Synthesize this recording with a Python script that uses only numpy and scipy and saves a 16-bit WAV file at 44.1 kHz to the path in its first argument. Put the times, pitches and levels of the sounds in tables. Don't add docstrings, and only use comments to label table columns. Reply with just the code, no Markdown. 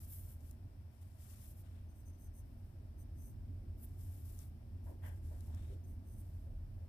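import sys
import numpy as np
from scipy import signal
from scipy.fft import rfft, irfft, next_fast_len
from scipy.io import wavfile
from scipy.ndimage import uniform_filter1d

SR = 44100
rng = np.random.default_rng(int(sys.argv[2]) if len(sys.argv) > 2 else 0)


def digitize_waveform(pressure):
    field = np.atleast_2d(pressure).T
    bounded = np.clip(field, -1, 1)
    quanta = np.round(bounded * 32767).astype(np.int16)
    wavfile.write(sys.argv[1], SR, quanta)


N = 303665
TIME = np.arange(N) / SR
FFT_SIZE = next_fast_len(N)
FREQS = np.maximum(np.fft.rfftfreq(FFT_SIZE, 1 / SR), 1)
EARS = np.array([[1], [-1]])
CUTOFF_HZ, YARN_LEFT_DB = 15450, 0.8


def from_db(db):
    return 10 ** (np.asarray(db) / 20)


def unit_level(pair):
    return pair / np.sqrt(np.mean(pair.mean(0) ** 2) + 1e-30)


def panned(left_db):
    return from_db(EARS * left_db / 2)


def over_hz(points):
    hz, value = np.transpose(points)
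    return np.interp(np.log(FREQS), np.log(hz), value)


def stereo_tone(points):
    return from_db([over_hz(np.array(points)[:, [0, side]]) for side in (1, 2)])


def filtered(pair, gain):
    return irfft(rfft(pair, FFT_SIZE) * gain, FFT_SIZE)[:, :N]


def coloured(pair, gain):
    return unit_level(filtered(pair, gain))


def resonance(hz, width_hz):
    return 1 / (1 + 1j * (FREQS ** 2 - hz ** 2) / (FREQS * width_hz))


def drift(rate_hz):
    return coloured(rng.standard_normal((1, N)), 1 / (1 + (FREQS / rate_hz) ** 2))[0]


def swell(middle_s, length_s):
    away = np.minimum(np.abs(3 * (TIME - middle_s) / length_s), 4)
    return np.exp(-np.log(2) * away ** 3)


# pitch_hz, left_db
ROOM_BALANCE = [(80, -0.56), (260, -3.5), (400, -6), (600, 1.5), (900, -0.5), (1400, 5), (6500, 5),
                (9500, 8)]
# pitch_hz, likeness (1 = the same)
EAR_LIKENESS = [(160, 0.99), (330, 0.86), (700, 0.38), (1400, 0.19), (4000, 0.069)]
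def room_noise(gain, right_lag_s=0.00024):
    alike = np.clip(over_hz(EAR_LIKENESS), -.999, .999)
    middle, side = rfft(rng.standard_normal((2, FFT_SIZE)))
    pair = irfft(np.sqrt(1 + alike) * middle + np.sqrt(1 - alike) * side * EARS, FFT_SIZE)
    delay = np.exp(1j * np.pi * FREQS * right_lag_s * EARS)
    return coloured(pair, gain * panned(over_hz(ROOM_BALANCE)) * delay)


# pitch_hz, boost_db
ROOM_RINGS = [(543, 7), (968, 4.5), (1570, 6), (1622, 5), (1718, 5), (1830, 5.5), (2292, 5.5)]
def room_ring(pair, width_hz=5.6):
    boosts = sum((from_db(boost_db) - 1) * resonance(hz, width_hz) for hz, boost_db in ROOM_RINGS)
    return filtered(pair, 1 + boosts)


def wavering(tones):
    bands = sum(from_db(db) / np.sqrt(width_hz) * np.abs(resonance(hz, 2 * width_hz)) ** 2
                for hz, width_hz, db in tones)
    return room_noise(bands)


def move_bass(pair, level_db, steady_above_hz=590):
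    bass = filtered(pair, 1 / (1 + (FREQS / steady_above_hz) ** 6))
    return bass * from_db(level_db) + (pair - bass) * from_db(level_db.mean())


# pitch_hz, width_hz, relative_db
HUM_TONES = [(89.3, 2.9, 2), (82.7, 9.7, -2), (79.2, 1.8, -2), (109.7, 9.8, -12)]
FAINT_TONES = [(203.1, 3.8, -2), (231.4, 6, 3), (269.6, 1.8, -4.5), (299, 12, -12.5), (351, 30, -10.5),
               (636, 34, -10)]
# time_s, level_db
HUM_CURVE = [(0.0, -51), (1.1, -54), (2.9, -53), (3.55, -47), (3.85, -51), (4.15, -46.5), (4.52, -52.5),
             (4.75, -48.5), (5.5, -45), (6.0, -50), (6.3, -49)]
UPPER_BASS_CURVE = [(0.77, -65.5), (0.84, -70), (1.65, -65), (2.1, -66), (3.68, -61), (4.2, -65),
                    (5.4, -62), (6.19, -62), (6.89, -68.5)]
# pitch_hz, relative_db
RUMBLE_TONE = [(12, -36), (31, -1), (48, 0.5), (80, -3.5), (115, -6.5), (170, -18.5), (270, -19.5),
               (380, -27), (460, -33.5), (620, -30.5), (850, -35), (1300, -52), (3000, -72)]
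HISS_TONE = [(300, 3), (1000, 4), (2300, -0.5), (3200, -4), (4200, -6.5), (5400, -2.5), (6500, -13),
             (8000, -8), (11000, -7.5), (13500, -7)]
def room(hum_share=0.32):
    hum_db = np.interp(TIME, *np.transpose(HUM_CURVE))
    bass_db = np.interp(TIME, *np.transpose(UPPER_BASS_CURVE))
    hum = wavering(HUM_TONES)
    hum_power = uniform_filter1d(hum.mean(0) ** 2, size=SR // 4)
    hum = unit_level(hum / np.sqrt(hum_power))
    faint_tones = move_bass(wavering(FAINT_TONES), bass_db - 4)
    rumble_db = bass_db + hum_share * (hum_db - bass_db) + 6.5
    rumble = move_bass(room_noise(from_db(over_hz(RUMBLE_TONE))), rumble_db)
    hiss = from_db(-78) * room_noise(from_db(over_hz(HISS_TONE)))
    return from_db(hum_db) * hum + faint_tones + room_ring(rumble + hiss)


# middle_s, length_s, level_db
RUMBLE_SWELLS = [(3.402, 0.34, -62), (6.61, 0.59, -52.5)]
def deep_rumble():
    strength = sum(from_db(db) * swell(middle_s, length_s) for middle_s, length_s, db in RUMBLE_SWELLS)
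    return strength * room_noise(resonance(hz=38, width_hz=28) ** 2)


# pitch_hz, relative_db
SCUFF_TONE = [(380, 2), (470, 0.5), (620, 7), (770, -1), (950, 2), (1280, -12.5), (1650, -0.5),
              (1900, -0.5), (2500, -14), (3350, -8.5), (4150, -42)]
# start_s, rise_s, level_db, pitch_hz, width (as a share of the pitch)
SOFT_SCUFFS = [(4.853, 0.024, -64.5, 705, 1.6), (4.89, 0.023, -62.5, 420, 1.64),
               (5.016, 0.04, -62.5, 1430, 4.1), (5.295, 0.035, -65, 380, 3), (5.455, 0.06, -72.5, 795, 1.8),
               (5.688, 0.033, -62.5, 390, 0.62), (6.45, 0.044, -72, 450, 1.4), (6.77, 0.028, -73, 516, 1.4)]
def scuffs():
    out = np.zeros((2, N))
    brush = room_noise(from_db(over_hz(SCUFF_TONE)))
    for start_s, rise_s, level_db, hz, width in SOFT_SCUFFS:
        age = np.clip((TIME - start_s) / rise_s, 0, 20)
        strength = from_db(level_db) * (age * np.exp(1 - age)) ** 1.6
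        out += strength * coloured(brush, resonance(hz, width * hz) ** 3)
    return room_ring(out)


def squeak(middle_s=5.62, length_s=0.28, level_db=-87, pitch_hz=3640, width_hz=70, rise_hz_per_s=2200):
    phase = 2 * np.pi * np.cumsum(pitch_hz + rise_hz_per_s * (TIME - middle_s)) / SR
    rasp = np.array([drift(width_hz) * np.cos(phase) + drift(width_hz) * np.sin(phase) for _ in EARS])
    return from_db(level_db) * swell(middle_s, length_s) * unit_level(rasp) * panned(YARN_LEFT_DB)


# start_s, relative_db, left_db, lowest_hz, fade_s
STRAND_SNAPS = [(0.4068, -71, 1, 6000, .0007), (0.5116, -57.5, 6, 6400, .00055),
                (4.3902, -55.5, 11, 5900, 0.00063), (5.4065, -69, 12, 4600, 0.0022),
                (5.547, -66, 3, 4530, .0016)]
def ticks():
    out = np.zeros((2, N))
    cut_highs = signal.butter(2, CUTOFF_HZ, fs=SR, output="sos")
    for start_s, db, left_db, lowest_hz, fade_s in STRAND_SNAPS:
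        cut_lows = signal.butter(3, lowest_hz, "high", fs=SR, output="sos")
        age = np.maximum(TIME - start_s, 0) / fade_s
        sounding = (age > 0) & (age < 20)
        burst = rng.standard_normal((2, sounding.sum())) * age[sounding] * np.exp(-2 * age[sounding])
        crack = signal.sosfilt(np.vstack([cut_lows, cut_highs]), burst)
        crack /= np.abs(crack).max(axis=1, keepdims=True)
        out[:, sounding] += crack * from_db(db + 12) * panned(left_db)
    return out


def friction(slips_per_s, spread_db, clump_db, hiss_gain):
    slips = rng.random(N) < slips_per_s / SR
    sizes = from_db(spread_db * np.minimum(rng.exponential(1, N), 4))
    clicks = unit_level(slips * sizes * rng.standard_normal((2, N)))
    hiss = hiss_gain * rng.standard_normal((2, N))
    return (clicks + hiss) * from_db(clump_db * drift(rate_hz=40))


# pitch_hz, left_level_db, right_level_db
FIBRE_TONE = [(2810, -12, -19.5), (5000, -6, -18), (5370, -2.5, -18), (6920, -6.5, -8), (7440, -3, -3),
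              (8260, -2.5, -8), (10060, 1, -9), (12000, 2.5, 0.5), (12500, -4, 1.5), (14540, -3, -2.5),
              (17000, -7.5, -15)]
def fibre_rustle(rub, band):
    return coloured(rub, stereo_tone(FIBRE_TONE) * band)


# pitch_hz, width_hz, relative_db, left_db
NEEDLE_NOTES = [(6146, 320, 5.5, 6), (7930, 790, -9, 5), (8770, 530, 2, -8.5), (10540, 320, -2.5, 11),
                (11320, 560, -4, -2), (14170, 760, 0.5, -8)]
def needle_ring(rub, notes, wander_db=0):
    out = 0
    for hz, width_hz, db, left_db in notes:
        ring = coloured(rub, np.abs(resonance(hz, width_hz)) ** 2 * panned(left_db))
        out += ring * np.sqrt(width_hz) * from_db(db + wander_db * drift(rate_hz=2.6))
    return unit_level(out)


# middle_s, length_s, relative_db, low_note_db, favoured_hz
NEEDLE_SLIDES = [(1.907, 0.054, -78.5, 6, 8750), (1.99, 0.12, -76, -3, 8000),
                 (2.083, 0.075, -72.5, 2, 8800), (2.145, 0.055, -82, 4, 8800),
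                 (2.234, 0.13, -71, -1, 11700), (2.378, 0.1, -69.5, -2.5, 10800),
                 (3.009, 0.076, -70.5, -3, 9050), (3.229, 0.16, -68.5, -0.5, 11400),
                 (3.295, 0.11, -74.5, -7, 13700), (5.849, 0.034, -80.5, 5.5, 8800),
                 (5.906, 0.13, -75.5, -6, 13300), (6.132, 0.21, -74, -4, 10200),
                 (6.204, 0.06, -72.5, -13, 10400)]
def needles(favour_db=8, favour_width_hz=300, whistle_width_hz=82):
    rub = friction(slips_per_s=1400, spread_db=-0.5, clump_db=0.8, hiss_gain=1.7)
    low_hz, _, _, low_left_db = NEEDLE_NOTES[0]
    low_note = needle_ring(rub, NEEDLE_NOTES[:1])
    whistle = coloured(rub, resonance(low_hz, whistle_width_hz) ** 2 * panned(low_left_db))
    high_notes = needle_ring(rub, NEEDLE_NOTES[1:])
    fibres = from_db(-8.5) * fibre_rustle(rub, band=1 / (1 + (10000 / FREQS) ** 6))
    out = np.zeros((2, N))
    for middle_s, length_s, db, low_note_db, favoured_hz in NEEDLE_SLIDES:
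        peak_filter = signal.iirpeak(favoured_hz, favoured_hz / favour_width_hz, fs=SR)
        favoured = signal.lfilter(*peak_filter, high_notes)
        high = unit_level(high_notes + (from_db(favour_db) - 1) * favoured)
        low = whistle if low_note_db > 2 else low_note
        ring = from_db(low_note_db - 6.5) * low + from_db(-0.19 * low_note_db) * high
        out += swell(middle_s, length_s) * from_db(db - 4) * panned(left_db=3) * (ring + fibres)
    return out


# middle_s, length_s, relative_db, tightness (0 slack to 1 tight)
YARN_ZIPS = [(0.13, 0.045, -58, 0.95), (1.025, 0.031, -75, 0.62), (1.317, 0.088, -70, 0.57),
             (1.592, 0.088, -70.5, 0.8), (3.81, 0.08, -69.5, 0.92), (3.84, 0.046, -60.5, 1),
             (4.41, 0.088, -72, 0.38), (5.072, 0.067, -67.5, 0.69)]
# start_s, length_s, relative_db, growth_db, tightness
YARN_PULLS = [(-0.02, 0.22, -70.5, -15, 0.76), (0.07, 0.13, -60.5, -1.5, 0.9),
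              (0.2, 0.12, -67.5, 4.5, 0.81), (0.374, .125, -77, 12.5, 0.67), (0.9, 0.32, -83.5, 3, 0.54),
              (1.176, 0.27, -71.5, 0, 0.58), (1.389, 0.12, -68.5, 2.5, 0.74), (1.53, 0.28, -90.5, -8, 0.06),
              (2.43, .3, -87.5, -4, 0.72), (3.832, 0.2, -80, -8, 0.67), (3.967, .25, -71, 0, 0.72),
              (4.227, 0.23, -69.5, -4, 0.74), (4.822, 0.088, -77, 1, 0.7), (5.006, 0.17, -78, -4, 0.59),
              (5.212, 0.29, -77.5, 0, 0.55), (5.5, 0.24, -84, -1, 0.18), (6.184, 0.26, -82, -5, 0.69)]
def handwork(rise_s=0.03, fade_s=0.03):
    strokes = [(swell(middle_s, length_s) * from_db(db), tightness)
               for middle_s, length_s, db, tightness in YARN_ZIPS]
    for start_s, length_s, db, growth_db, tightness in YARN_PULLS:
        age_s = TIME - start_s
        rise = np.clip(age_s / rise_s, 0, 1)
        fade = np.exp(-np.maximum(age_s - length_s, 0) / fade_s)
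        progress = np.clip(age_s / length_s, 0, 1) - .5
        strokes.append((rise * fade * from_db(db + growth_db * progress), tightness))
    power = sum(gain ** 2 for gain, _ in strokes) + 1e-20
    return np.sqrt(power), sum(gain ** 2 * tightness for gain, tightness in strokes) / power


# pitch_hz, left_level_db, right_level_db
SKIN_TONE = [(400, -17, -25), (1150, 10, 7), (2230, 7, 3), (3580, 7.5, -28), (5900, -12.5, -2),
             (7600, 2.5, -14), (15000, -9, -43)]
def yarn():
    strength, tightness = handwork()
    skin_db = np.interp(tightness, (0, 1), (9.5, -29.5))
    bright_db = np.interp(tightness, (0, 1), (-31, 15))
    fibre_rub = friction(slips_per_s=3000, spread_db=1.5, clump_db=0.88, hiss_gain=2.0)
    top = 1 / (1 + (11000 / FREQS) ** 6)
    dull, bright = fibre_rustle(fibre_rub, 1 - top), fibre_rustle(fibre_rub, top)
    fibres = (dull + from_db(bright_db + 2) * bright) / (1 + from_db(bright_db + 4.5))
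    skin_rub = friction(slips_per_s=5800, spread_db=-1.5, clump_db=2.5, hiss_gain=3.4)
    skin = from_db(skin_db) * coloured(skin_rub, stereo_tone(SKIN_TONE))
    ring = needle_ring(rng.standard_normal((2, N)), NEEDLE_NOTES[1:], wander_db=2.5)
    ring *= from_db(-15 - 0.4 * bright_db)
    return from_db(3.5) * strength * (fibres + skin + ring) * panned(YARN_LEFT_DB)


def scene():
    return yarn() + needles() + squeak() + ticks() + scuffs() + room() + deep_rumble()


def record(dry, fade_s=0.006):
    cut_highs = signal.ellip(12, .1, 80, CUTOFF_HZ, fs=SR, output="sos")
    ends = np.clip(np.minimum(TIME, TIME[-1] - TIME) / fade_s, 0, 1)
    return np.sin(np.pi / 2 * ends) ** 2 * signal.sosfilt(cut_highs, dry)


dry = scene()
out = record(dry)
digitize_waveform(out)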